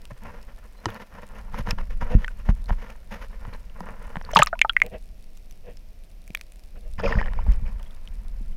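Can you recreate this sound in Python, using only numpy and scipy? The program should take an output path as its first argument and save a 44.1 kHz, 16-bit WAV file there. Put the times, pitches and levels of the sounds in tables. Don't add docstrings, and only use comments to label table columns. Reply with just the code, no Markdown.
import sys
import numpy as np
from scipy import signal
from scipy.fft import rfft, irfft
from scipy.io import wavfile
from scipy.ndimage import uniform_filter1d

SR = 44100
rng = np.random.default_rng(int(sys.argv[2]) if len(sys.argv) > 2 else 0)


def put_to_file(sound):
    columns = np.atleast_2d(sound).T
    safe = np.clip(columns, -1, 1)
    whole_steps = np.round(safe * 32767)
    wavfile.write(sys.argv[1], SR, whole_steps.astype(np.int16))


N = 377496
T = np.arange(N) / SR

# start in seconds, peak level in dB, pitch in Hz,
# time to fall by 60 dB in seconds, contact cut-off in Hz.
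BUMP_ROWS = [(0.116, -34, 120, 0.093, 300), (0.8624, -25, 105, 0.15, 400), (0.865, -24.5, 333, 0.051, 594),
             (1.595, -25.5, 133, 0.063, 298), (1.68, -27, 89, 0.089, 302), (1.729, -17, 45, 0.054, 250),
             (2.024, -17.5, 34.8, 0.12, 149), (2.15, 1, 38.8, 0.11, 250), (2.1532, -17, 112, .07, 260),
             (2.492, -3.5, 32.5, 0.17, 220), (2.7113, -11.5, 27.7, 0.21, 157), (3.477, -30, 98, 0.081, 250),
             (3.809, -31, 180, 0.096, 396), (4.168, -25.5, 168, 0.045, 300), (6.303, -31, 164, 0.024, 710),
             (7.156, -11.5, 42.5, 0.23, 191), (7.175, -15.5, 44.4, .12, 220), (7.484, -7, 39.6, 0.16, 70.4),
             (7.623, -20.5, 55, .045, 161), (8.408, -37.5, 212, 0.061, 397)]


def from_db(db):
    return 10 ** (np.asarray(db) / 20)


def rms_one(x):
    return x / np.sqrt(np.mean(x ** 2) + 1e-20)


def peak_one(x):
    return x / np.max(np.abs(x))


def in_time(rows):
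    s, *columns = np.transpose(rows)
    return [np.interp(T, s, column) for column in columns]


def add(track, s, sound):
    i = int(round(s * SR))
    track[i:i + len(sound)] += sound[:N - i]


def cut(x, hz, kind="low", order=2):
    return signal.sosfilt(signal.butter(order, min(hz, .45 * SR), kind, fs=SR, output="sos"), x)


def coloured(x, spectrum):
    hz, db = np.transpose(spectrum)
    octave = np.log2(np.maximum(np.fft.rfftfreq(N, 1 / SR), 1))
    outside = np.abs(octave - np.clip(octave, np.log2(hz[0]), np.log2(hz[-1])))
    shape_db = np.interp(octave, np.log2(hz), db) - 36 * outside
    return rms_one(irfft(rfft(x) * from_db(shape_db), N))


def fall(t, t60):
    return np.exp(-np.log(1000) * t / t60)


def drift(rate):
    knots = rng.standard_normal(int(rate * N / SR) + 2)
    return np.interp(T * rate, np.arange(len(knots)), knots)


def evened(x, span_s):
    return x / np.sqrt(uniform_filter1d(x ** 2, int(span_s * SR)) + 1e-9)


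def grains(per_s, spread_db):
    sizes = from_db(spread_db * np.minimum(rng.exponential(1, N), 5))
    return (rng.random(N) < per_s / SR) * sizes * rng.choice([-1, 1], N)


def mode(hz, t60):
    t = T[:SR // 4]
    return np.sin(2 * np.pi * hz * t) * fall(t, t60)


def scatter(x, db, t60):
    t = T[:SR // 8]
    tail = rng.standard_normal(len(t)) * fall(t, t60)
    return from_db(db) * signal.fftconvolve(x, tail / np.sqrt(np.sum(tail ** 2)))[:N]


def swell(start, length, attack_s, release_s, sag_db=0):
    age = np.maximum(T - start, 0)
    near = (age > 0) & (age < length + 10 * release_s)
    t, out = age[near], np.zeros(N)
    rise = 1 - np.exp(-(t / attack_s) ** 2)
    sag = from_db(-sag_db * np.minimum(t / length, 1))
    out[near] = rise * sag * np.exp(-np.maximum(t - length, 0) / release_s)
    return out


def gestures(rows, attack_s, release_s, sag_db, edge_share=.14):
    body, treble = np.zeros(N), np.zeros(N)
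    for start, length, db, treble_db in rows:
        edge = edge_share * length
        power = (from_db(db) * swell(start, length, attack_s + edge, release_s + edge, sag_db)) ** 2
        body += power
        treble += power * from_db(treble_db) ** 2
    return np.sqrt(body), np.sqrt(treble)


def through_case(x):
    # pitch in Hz, width in Hz, added gain (plain factor).
    case_peaks = [(221, 22, 1.6), (492, 120, 1.1), (570, 51, 0.8), (890, 25, 0.78), (977, 88, 0.93),
                  (1055, 39, 0.29), (1381, 45, 0.92), (1776, 45, 0.68), (2970, 83, 1.3)]
    lifted = sum(gain * signal.lfilter(*signal.iirpeak(hz, hz / width, fs=SR), x)
                 for hz, width, gain in case_peaks)
    return rms_one(x + lifted)


def bubble_crowd(low_hz, high_hz, per_s, spread_db, cycles, count=20):
    out = np.zeros(N)
    for hz in np.geomspace(low_hz, high_hz, count):
        r, w = from_db(-60 * hz / (cycles * SR)), 2 * np.pi * hz / SR
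        births = grains(per_s / count, spread_db) + 1e-18
        out += np.sqrt(hz) * rms_one(signal.lfilter([1, 0, -1], [1, -2 * r * np.cos(w), r * r], births))
    return out


def bubbles(rise=0.026, echo_s=.0033, echo_db=-15, wobble=0.046):
    # start in seconds, pitch at the start in Hz, peak level in dB before the echoes and the notch,
    # time to fall by 60 dB in seconds.
    bubble_rows = [(2.2448, 1800, -19, .01), (2.28, 1510, -22.5, .02), (4.29, 960, -26.5, .025),
                   (4.334, 616, -20, .032), (4.3335, 5900, -30, .009), (4.338, 3000, -29, .02),
                   (4.3603, 1197, 2, .019), (4.363, 181, -16.5, .091), (4.3668, 4730, -19.5, .0065),
                   (4.369, 6300, -14.5, .0024), (4.3687, 3110, -8, .012), (4.3706, 2664, -6.5, .014),
                   (4.3714, 908, -3.5, .034), (4.3901, 2950, -15, .01), (4.3915, 1750, -4.5, .009),
                   (4.3937, 837, -9, 0.04), (4.3951, 586, -11, .032), (4.397, 143.8, -15, .058),
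                   (4.3718, 430, -17.5, 0.044), (4.3992, 1975, -17.5, .012), (4.3995, 3000, -21, .025),
                   (4.4097, 1555, -18.5, .017), (4.4196, 2510, -1.5, .006), (4.423, 1251, 0.5, .026),
                   (4.4225, 2914, -16, .025), (4.431, 7190, -8, .005), (4.4701, 1210, -18.5, .02),
                   (4.471, 2110, -14.5, .003), (4.4707, 5360, -20, .007), (4.5298, 647, -17, .04),
                   (4.5291, 1410, -16, .038), (4.5535, 990, -35, .045), (4.553, 2200, -39.5, .008),
                   (4.616, 2326, 3.5, .011), (4.6156, 3110, -14.5, 0.019), (4.648, 858, -12, .031),
                   (4.6482, 1290, -14, .023), (4.696, 1351, -14.5, .032), (4.695, 3290, -9.5, 0.015),
                   (4.7664, 1936, -1.5, 0.016), (4.766, 2360, -10, .007), (4.818, 2170, 1.5, .011),
                   (7.034, 466, -19.5, .15), (7.048, 554, -19.5, 0.18), (7.061, 2380, -19, .016),
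                   (7.125, 1820, -15.5, .015), (7.1865, 1906, -22.5, .054), (7.194, 1670, -30, 0.057),
                   (7.227, 1730, -25.5, .03), (7.2827, 1850, -27.5, .012), (7.389, 974, -24, .019),
                   (7.863, 3250, -53, 0.048)]
    swell_s, swell_cycles = 0.00042, 0.14
    out, t = np.zeros(N), T[:SR // 8]
    for s, hz, db, t60 in bubble_rows:
        shake = rms_one(cut(rng.standard_normal(len(t)), hz / 3))
        pitch = hz * (1 + rise * np.minimum(t / t60, 1) + wobble * shake)
        phase = 2 * np.pi * np.cumsum(pitch) / SR
        envelope = (1 - np.exp(-(t / (swell_s + swell_cycles / hz)) ** 2)) * fall(t, t60)
        add(out, s, from_db(db) * peak_one(envelope) * np.sin(phase))
    echo = from_db(echo_db) * np.interp(T - echo_s, T, out)
    near_tail = scatter(out, db=-15.5, t60=0.005)
    far_tail = cut(scatter(out, db=-25, t60=0.061), 3000)
    heard = out + echo + near_tail + far_tail
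    return signal.lfilter(*signal.iirnotch(325, 1.6, fs=SR), heard)


def foam(grains_per_s=1200, spread_db=-0.5, cycles=9):
    # start in seconds, level in dB.
    puffs = [(4.328, -39.5), (4.364, -19), (4.391, -21), (4.419, -24.5), (4.47, -37.5)]
    # pitch in Hz, relative level in dB per Hz.
    foam_colour = [(450, -3.5), (900, 6.5), (1800, 1.5), (3000, -1.5), (4500, -5.5), (6500, -13.5),
                   (9000, -24), (15000, -27.5)]
    attack_s, fade_s = 0.0036, 0.0087
    strength = sum(from_db(db) * swell(s, attack_s, attack_s, fade_s) for s, db in puffs)
    return strength * coloured(bubble_crowd(450, 14200, grains_per_s, spread_db, cycles), foam_colour)


def tick(hz, snap_db, ring_t60=0.0084, snap_t60=0.0015, edge_hz=9000, wall_hz=640, wall_db=-27, wall_t60=0.022):
    t = T[:SR // 4]
    snap = cut(rng.standard_normal(len(t)) * fall(t, snap_t60), edge_hz, order=1)
    ping = cut(mode(hz, ring_t60) + from_db(snap_db) * peak_one(snap), 1300, "high")
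    return ping + from_db(wall_db) * mode(wall_hz, wall_t60)


def ticks(crackle_db=-52.0, crackle_per_s=70):
    # start in seconds, level of the ring in dB before its bass is cut, pitch of the ring in Hz,
    # level of the snap in dB against the ring.
    tick_rows = [(0.054, -38.5, 2700, 8.5), (.236, -50, 3500, 14), (0.904, -35, 3300, 3),
                 (0.9453, -40, 4300, 5), (1.7089, -15, 5320, -5), (1.7113, -16, 2560, -17),
                 (2.246, -27.5, 3170, -17), (2.2804, -27.5, 2600, -3.5), (2.6586, -39, 4220, 0),
                 (2.9029, -35, 2500, 1), (3.538, -37, 4170, -17), (3.698, -42.5, 2900, -14),
                 (3.806, -42.5, 5000, 7), (4.2244, -42, 5670, -9), (4.25, -33, 4440, -14),
                 (4.3155, -40.5, 5400, 12), (4.3504, -19.5, 5140, 4), (4.357, -21, 2190, 1),
                 (4.368, -13, 3500, -18), (4.3895, -17, 3230, 5.5), (4.3917, -20, 4100, 2.5),
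                 (4.4178, -23, 4030, -9), (4.4329, -15, 3830, 4), (4.4613, -22, 2720, 7),
                 (4.4733, -23.5, 4010, -18), (4.592, -19.5, 2633, -9), (4.6147, -4, 2700, -38),
                 (4.7336, -37, 2300, 4), (4.8013, -24, 2300, -9), (4.8202, -21, 2590, -1),
                 (4.8638, -32, 2500, 6), (5.374, -50.5, 5800, 14), (5.5105, -39, 5900, 3),
                 (5.7716, -41.5, 5220, 3), (6.278, -37.5, 2357, 5.5), (6.305, -35.5, 2370, 1),
                 (6.3496, -13, 2410, -2.5), (6.3512, -23, 1930, -22), (6.3518, -23, 3330, -8),
                 (6.3732, -32, 2230, 3), (6.3945, -42, 2090, -7), (6.4121, -31, 2520, 10),
                 (7.521, -47, 6670, 16.5), (7.536, -43, 5500, 5), (7.8296, -42.5, 3290, 8),
                 (7.909, -42, 3480, -2.5), (8.0754, -31, 3086, -16.5)]
    out = np.zeros(N)
    for s, db, hz, snap_db in tick_rows:
        add(out, s, from_db(db) * tick(hz, snap_db))
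    pitches = (2400, 3600, 5500)
    for hz in pitches:
        pop = peak_one(tick(hz, snap_db=13))
        pops = signal.fftconvolve(grains(crackle_per_s / len(pitches), 3.0), pop)[:N]
        out += from_db(crackle_db) * pops
    return out


def knocks(crack_db=-9, crack_t60=0.037, vary_db=1):
    # start in seconds, peak level in dB, contact cut-off in Hz, factor on the ring times of the case.
    knock_rows = [(0.8567, -13.5, 4500, 1.07), (1.5429, -23, 1380, 1.1), (1.672, -22, 1480, 0.77),
                  (1.7069, -22.5, 7000, 0.67), (1.7856, -25, 2000, 0.68), (2.0204, -21.5, 1100, 3.3),
                  (2.4893, -17, 940, 0.24), (2.6949, -22.5, 990, 2.6), (2.7056, -17, 960, 0.25),
                  (3.451, -31, 1950, 0.76), (3.805, -25.5, 1030, 1.2), (4.1568, -20, 1900, 0.3),
                  (4.1687, -19, 1900, 0.23), (4.213, -26.5, 2030, 0.25), (7.1228, -17, 1990, 0.46),
                  (7.2137, -17.5, 1910, 0.5), (7.2595, -25.5, 2500, 0.29), (7.273, -27, 2000, 0.19),
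                  (7.335, -28.5, 2520, 0.35)]
    # pitch in Hz, relative level in dB, time to fall by 60 dB in seconds before a knock's own factor.
    case_modes = [(217, -25, 0.2), (315, -32, 0.027), (534, 2.5, 0.0057), (753, 4.5, 0.011),
                  (975, 5, 0.021), (1305, -1.5, 0.024), (1856, 1.5, 0.017), (2800, -24, 0.032),
                  (2990, -5.5, 0.02), (4000, -6.5, 0.013), (4850, 3.5, 0.0046), (6360, 6, 0.0019),
                  (8780, 1.5, 0.0051), (12000, -33, .01)]
    out, t = np.zeros(N), T[:SR // 4]
    for s, db, contact_hz, length in knock_rows:
        ring = np.zeros(len(t))
        for k, (hz, level, t60) in enumerate(case_modes):
            varied = from_db(level + vary_db * rng.standard_normal())
            ring += varied * (-1) ** k * mode(hz, t60 * length)
        crack = from_db(crack_db) * rng.standard_normal(len(t)) * fall(t, crack_t60 * length)
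        add(out, s, from_db(db) * peak_one(cut(ring + crack, contact_hz)))
    return out


def bumps(case_hz=205, case_db=-17, case_t60=0.08):
    out, t = np.zeros(N), T[:SR // 4]
    for s, db, hz, t60, contact_hz in BUMP_ROWS:
        push = np.cos(2 * np.pi * hz * t) * fall(t, t60)
        boom = from_db(case_db) * mode(case_hz, case_t60)
        add(out, s, from_db(db) * peak_one(cut(push + boom, contact_hz, order=4)))
    return out


def finger_strokes():
    # start in seconds, length in seconds, level in dB, treble in dB against that level.
    stroke_rows = [(.1, 0.014, -41.5, -23), (.21, 0.098, -40, -22.5), (.31, 0.077, -46.5, -20),
                   (.47, 0.051, -54.5, -24), (.61, 0.051, -53.5, -33), (.78, 0.12, -56, -38),
                   (.868, 0.1, -41, -19), (.99, 0.037, -41.5, -16), (1.095, 0.14, -44.5, -21.5),
                   (1.25, 0.29, -48, -42), (1.34, 0.049, -44, -16), (1.51, 0.068, -36.5, -16),
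                   (1.572, 0.038, -35.5, -14.5), (1.65, 0.063, -33.5, -16.5), (1.77, 0.046, -35, -20),
                   (1.89, 0.042, -48, -13), (2.003, .028, -32, -19), (2.035, 0.061, -41.5, -25),
                   (2.088, 0.055, -35.5, -17), (2.17, 0.086, -47, -15), (2.295, 0.019, -41, -15),
                   (2.37, 0.045, -53.5, -12), (2.445, 0.037, -45.5, -15), (2.483, 0.015, -30, -17.5),
                   (2.68, 0.015, -33, -15), (2.715, 0.019, -42.5, -16), (2.76, 0.16, -47.5, -16),
                   (3.1, 0.072, -39, -15.5), (3.2, 0.046, -43, -14), (3.29, 0.065, -49, -25),
                   (3.4, 0.1, -46.5, -23), (3.52, 0.032, -41, -19), (3.73, 0.15, -48.5, -39),
                   (3.84, .1, -42, -28), (3.95, .22, -47, -21.5), (4.225, 0.089, -43, -21),
                   (6.75, 0.018, -55, -27.5)]
    return gestures(stroke_rows, attack_s=0.0056, release_s=0.005, sag_db=2)


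def rubbing(stroke, stroke_treble, slips_per_s=1900, spread_db=1.0, judder_db=4.0):
    # pitch in Hz, relative level in dB per Hz.
    rub_colour = [(150, -7), (215, 1.5), (270, -7), (345, -13), (480, -1.5), (660, -4.5), (960, -2.5),
                  (1300, -4), (1850, -3), (2300, -7), (2900, -13), (3500, -53.5)]
    # pitch in Hz, relative level in dB per Hz.
    rub_treble = [(3200, -4.5), (4200, -10), (5300, -8.5), (6600, -11.5), (7800, -26), (10500, -17),
                  (12200, -16.5), (15000, -29)]
    grip_db, grip_treble_db, under_s = -61, -15, 4.3
    dull_hz, bright_db = 1510, 8
    slips = grains(slips_per_s, spread_db) * from_db(judder_db * drift(90))
    grip = from_db(grip_db) * (T < under_s)
    level = np.hypot(stroke, grip)
    treble = np.hypot(stroke_treble, grip * from_db(grip_treble_db))
    body = through_case(coloured(slips, rub_colour))
    dull = level * cut(body, dull_hz, order=3)
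    bright = from_db(bright_db) * np.sqrt(level * treble) * cut(body, dull_hz, "high", order=3)
    return dull + bright + treble * coloured(slips, rub_treble)


def squeak(waver=0.0055):
    # time in seconds, pitch in Hz before the waver, level in dB.
    squeak_rows = [(.755, 4100, -85), (.775, 4130, -64), (.795, 4100, -60), (.82, 4120, -76)]
    hz, level_db = in_time(squeak_rows)
    sounding = (T > squeak_rows[0][0]) * (T < squeak_rows[-1][0])
    phase = 2 * np.pi * np.cumsum(hz * (1 + waver * drift(300))) / SR
    return sounding * from_db(level_db) * np.sin(phase)


def water_gushes():
    # start in seconds, length in seconds, level in dB, spray in dB against that level.
    gush_rows = [(6.979, .026, -29.5, -19), (7.025, 0.07, -31.5, -11.5), (7.1, 0.11, -35.5, -18),
                 (7.2, .085, -43, -23), (7.33, 0.089, -48, -17), (7.445, 0.098, -46.5, -14.5),
                 (7.64, 0.057, -47, -14.5), (7.785, 0.023, -48.5, -20)]
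    return gestures(gush_rows, attack_s=0.0072, release_s=0.0058, sag_db=2.5)


def runoff(gush, gush_spray, drops_per_s=450, spread_db=3, cycles=18, lumps_db=3, drained_s=7.42,
           late_share=0.46, plops_per_s=45, plop_db=-13, plop_cycles=55):
    # pitch in Hz, relative level in dB per Hz.
    runoff_colour = [(150, -47), (250, -23), (341, -24), (469, -12.5), (542, -15), (714, -14), (972, -14.5),
                     (1350, -16.5), (1840, -16), (2510, -20), (3500, -39), (4550, -63), (7700, -120)]
    # pitch in Hz, relative level in dB per Hz.
    runoff_treble = [(3200, -2.5), (4100, -10), (5100, 1), (5900, -12), (6700, -12), (7400, -29),
                     (15000, -30)]
    surface_s, film_db, drain_db_per_s, trickle_db = 6.98, -47, 21.5, -66.5
    film_level = from_db(film_db - drain_db_per_s * np.maximum(T - surface_s, 0))
    draining = (T > surface_s) * (film_level + from_db(trickle_db))
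    pouring = np.interp(T, [7.25, drained_s], [.9, late_share])
    gurgle = coloured(evened(bubble_crowd(287, 3380, drops_per_s, spread_db, cycles), 0.065), runoff_colour)
    film = coloured(grains(6100, 3.0), runoff_colour)
    plops = from_db(plop_db) * rms_one(bubble_crowd(1155, 3010, plops_per_s, 2.6, plop_cycles, count=11))
    flow = through_case(np.sqrt(pouring) * gurgle + np.sqrt(1 - pouring) * film)
    body = np.hypot(gush, draining) * (flow + plops)
    spray = gush_spray * np.sqrt(pouring) * coloured(grains(3400, spread_db), runoff_treble)
    lumps = from_db(lumps_db * pouring * drift(120))
    return lumps * (body + spray)


def swish_drag():
    # middle in seconds, level in dB, half length in seconds.
    swish_rows = [(2.13, -34, 0.019), (4.856, -39, 0.017), (4.947, -35.5, 0.016), (5.686, -43.5, 0.023),
                  (6.772, -51.5, .014), (6.862, -53.5, 0.023), (7.054, -26.5, 0.016), (7.114, -29.5, 0.011)]
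    return sum(from_db(db) * np.exp(-np.minimum(((T - s) / half) ** 2 / 2, 20)) for s, db, half in swish_rows)


def swishes(drag):
    # pitch in Hz, width in Hz, relative level in dB.
    swish_modes = [(488, 42, 23), (613, 40, 18), (1080, 170, -20), (1830, 620, -0.5), (2620, 450, 6)]
    flow = rng.standard_normal(N)
    body = sum(from_db(db) * signal.lfilter(*signal.iirpeak(hz, hz / width, fs=SR), flow)
               for hz, width, db in swish_modes)
    return drag * evened(cut(body, 2240, order=4), 0.054)


def handling(stroke, gush, drag):
    # time in seconds, level of the sway in dB.
    motion_rows = [(0, -40), (.45, -38.5), (1.05, -48.5), (1.7, -25.5), (2.05, -23.5), (2.35, -31.5),
                   (2.7, -28.5), (2.95, -39), (3.45, -33.5), (3.8, -37), (4.35, -32), (4.8, -37.5),
                   (5.7, -38.5), (6.6, -43), (7.1, -22.5), (7.6, -21), (7.9, -34.5), (8.55, -26.5)]
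    # pitch in Hz, relative level in dB per Hz.
    sway_colour = [(15, 6), (26, 0), (38, -3), (56, -13), (80, -23.5), (130, -33)]
    # pitch in Hz, relative level in dB per Hz.
    flex_colour = [(70, 4.5), (110, -6.5), (150, -6), (205, -1), (232, -8), (290, -24), (380, -35)]
    flex_db, flex_follows = -34, .65
    rub_flex_db, gush_flex_db, swish_flex_db = -5, 0.5, -4
    lead_s, fade_s, jolt_sway_db, jolt_flex_db = 0.0065, 0.022, -13, -22.5
    motion_db, = in_time(motion_rows)
    jolt = np.zeros(N)
    for s, db, *_ in BUMP_ROWS:
        distance = np.maximum((s - T) / lead_s, (T - s) / fade_s)
        jolt += from_db(db) * np.exp(-np.minimum(distance, 20))
    sway = np.hypot(from_db(motion_db), from_db(jolt_sway_db) * jolt)
    causes = [from_db(flex_db + flex_follows * motion_db), from_db(jolt_flex_db) * jolt,
              from_db(rub_flex_db) * stroke, from_db(gush_flex_db) * gush, from_db(swish_flex_db) * drag]
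    flex = np.linalg.norm(causes, axis=0)
    rumble = evened(coloured(rng.standard_normal(N), sway_colour), .12)
    boom = evened(coloured(rng.standard_normal(N), flex_colour), .1)
    return sway * rumble + flex * boom


def steady_hiss(level_db=-62):
    # pitch in Hz, relative level in dB per Hz.
    hiss_colour = [(250, 1), (420, -2), (640, 1), (850, -9.5), (1500, -14), (2500, -9), (3300, -15),
                   (5600, -14.5), (7000, -21.5), (12000, -20), (14600, -18.5), (16000, -29.5)]
    return from_db(level_db) * coloured(rng.standard_normal(N), hiss_colour)


def scene():
    stroke, stroke_treble = finger_strokes()
    gush, gush_spray = water_gushes()
    drag = swish_drag()
    water = bubbles() + foam() + ticks() + runoff(gush, gush_spray) + swishes(drag)
    hand = knocks() + bumps() + rubbing(stroke, stroke_treble) + squeak() + handling(stroke, gush, drag)
    return (water + hand + steady_hiss())[None]


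def record(dry, top=.94, cutoff_hz=16000):
    rounded = dry / (1 + (dry / top) ** 8) ** (1 / 8)
    return signal.sosfilt(signal.ellip(10, .1, 80, cutoff_hz, fs=SR, output="sos"), rounded)


dry = scene()
out = record(dry)
put_to_file(out)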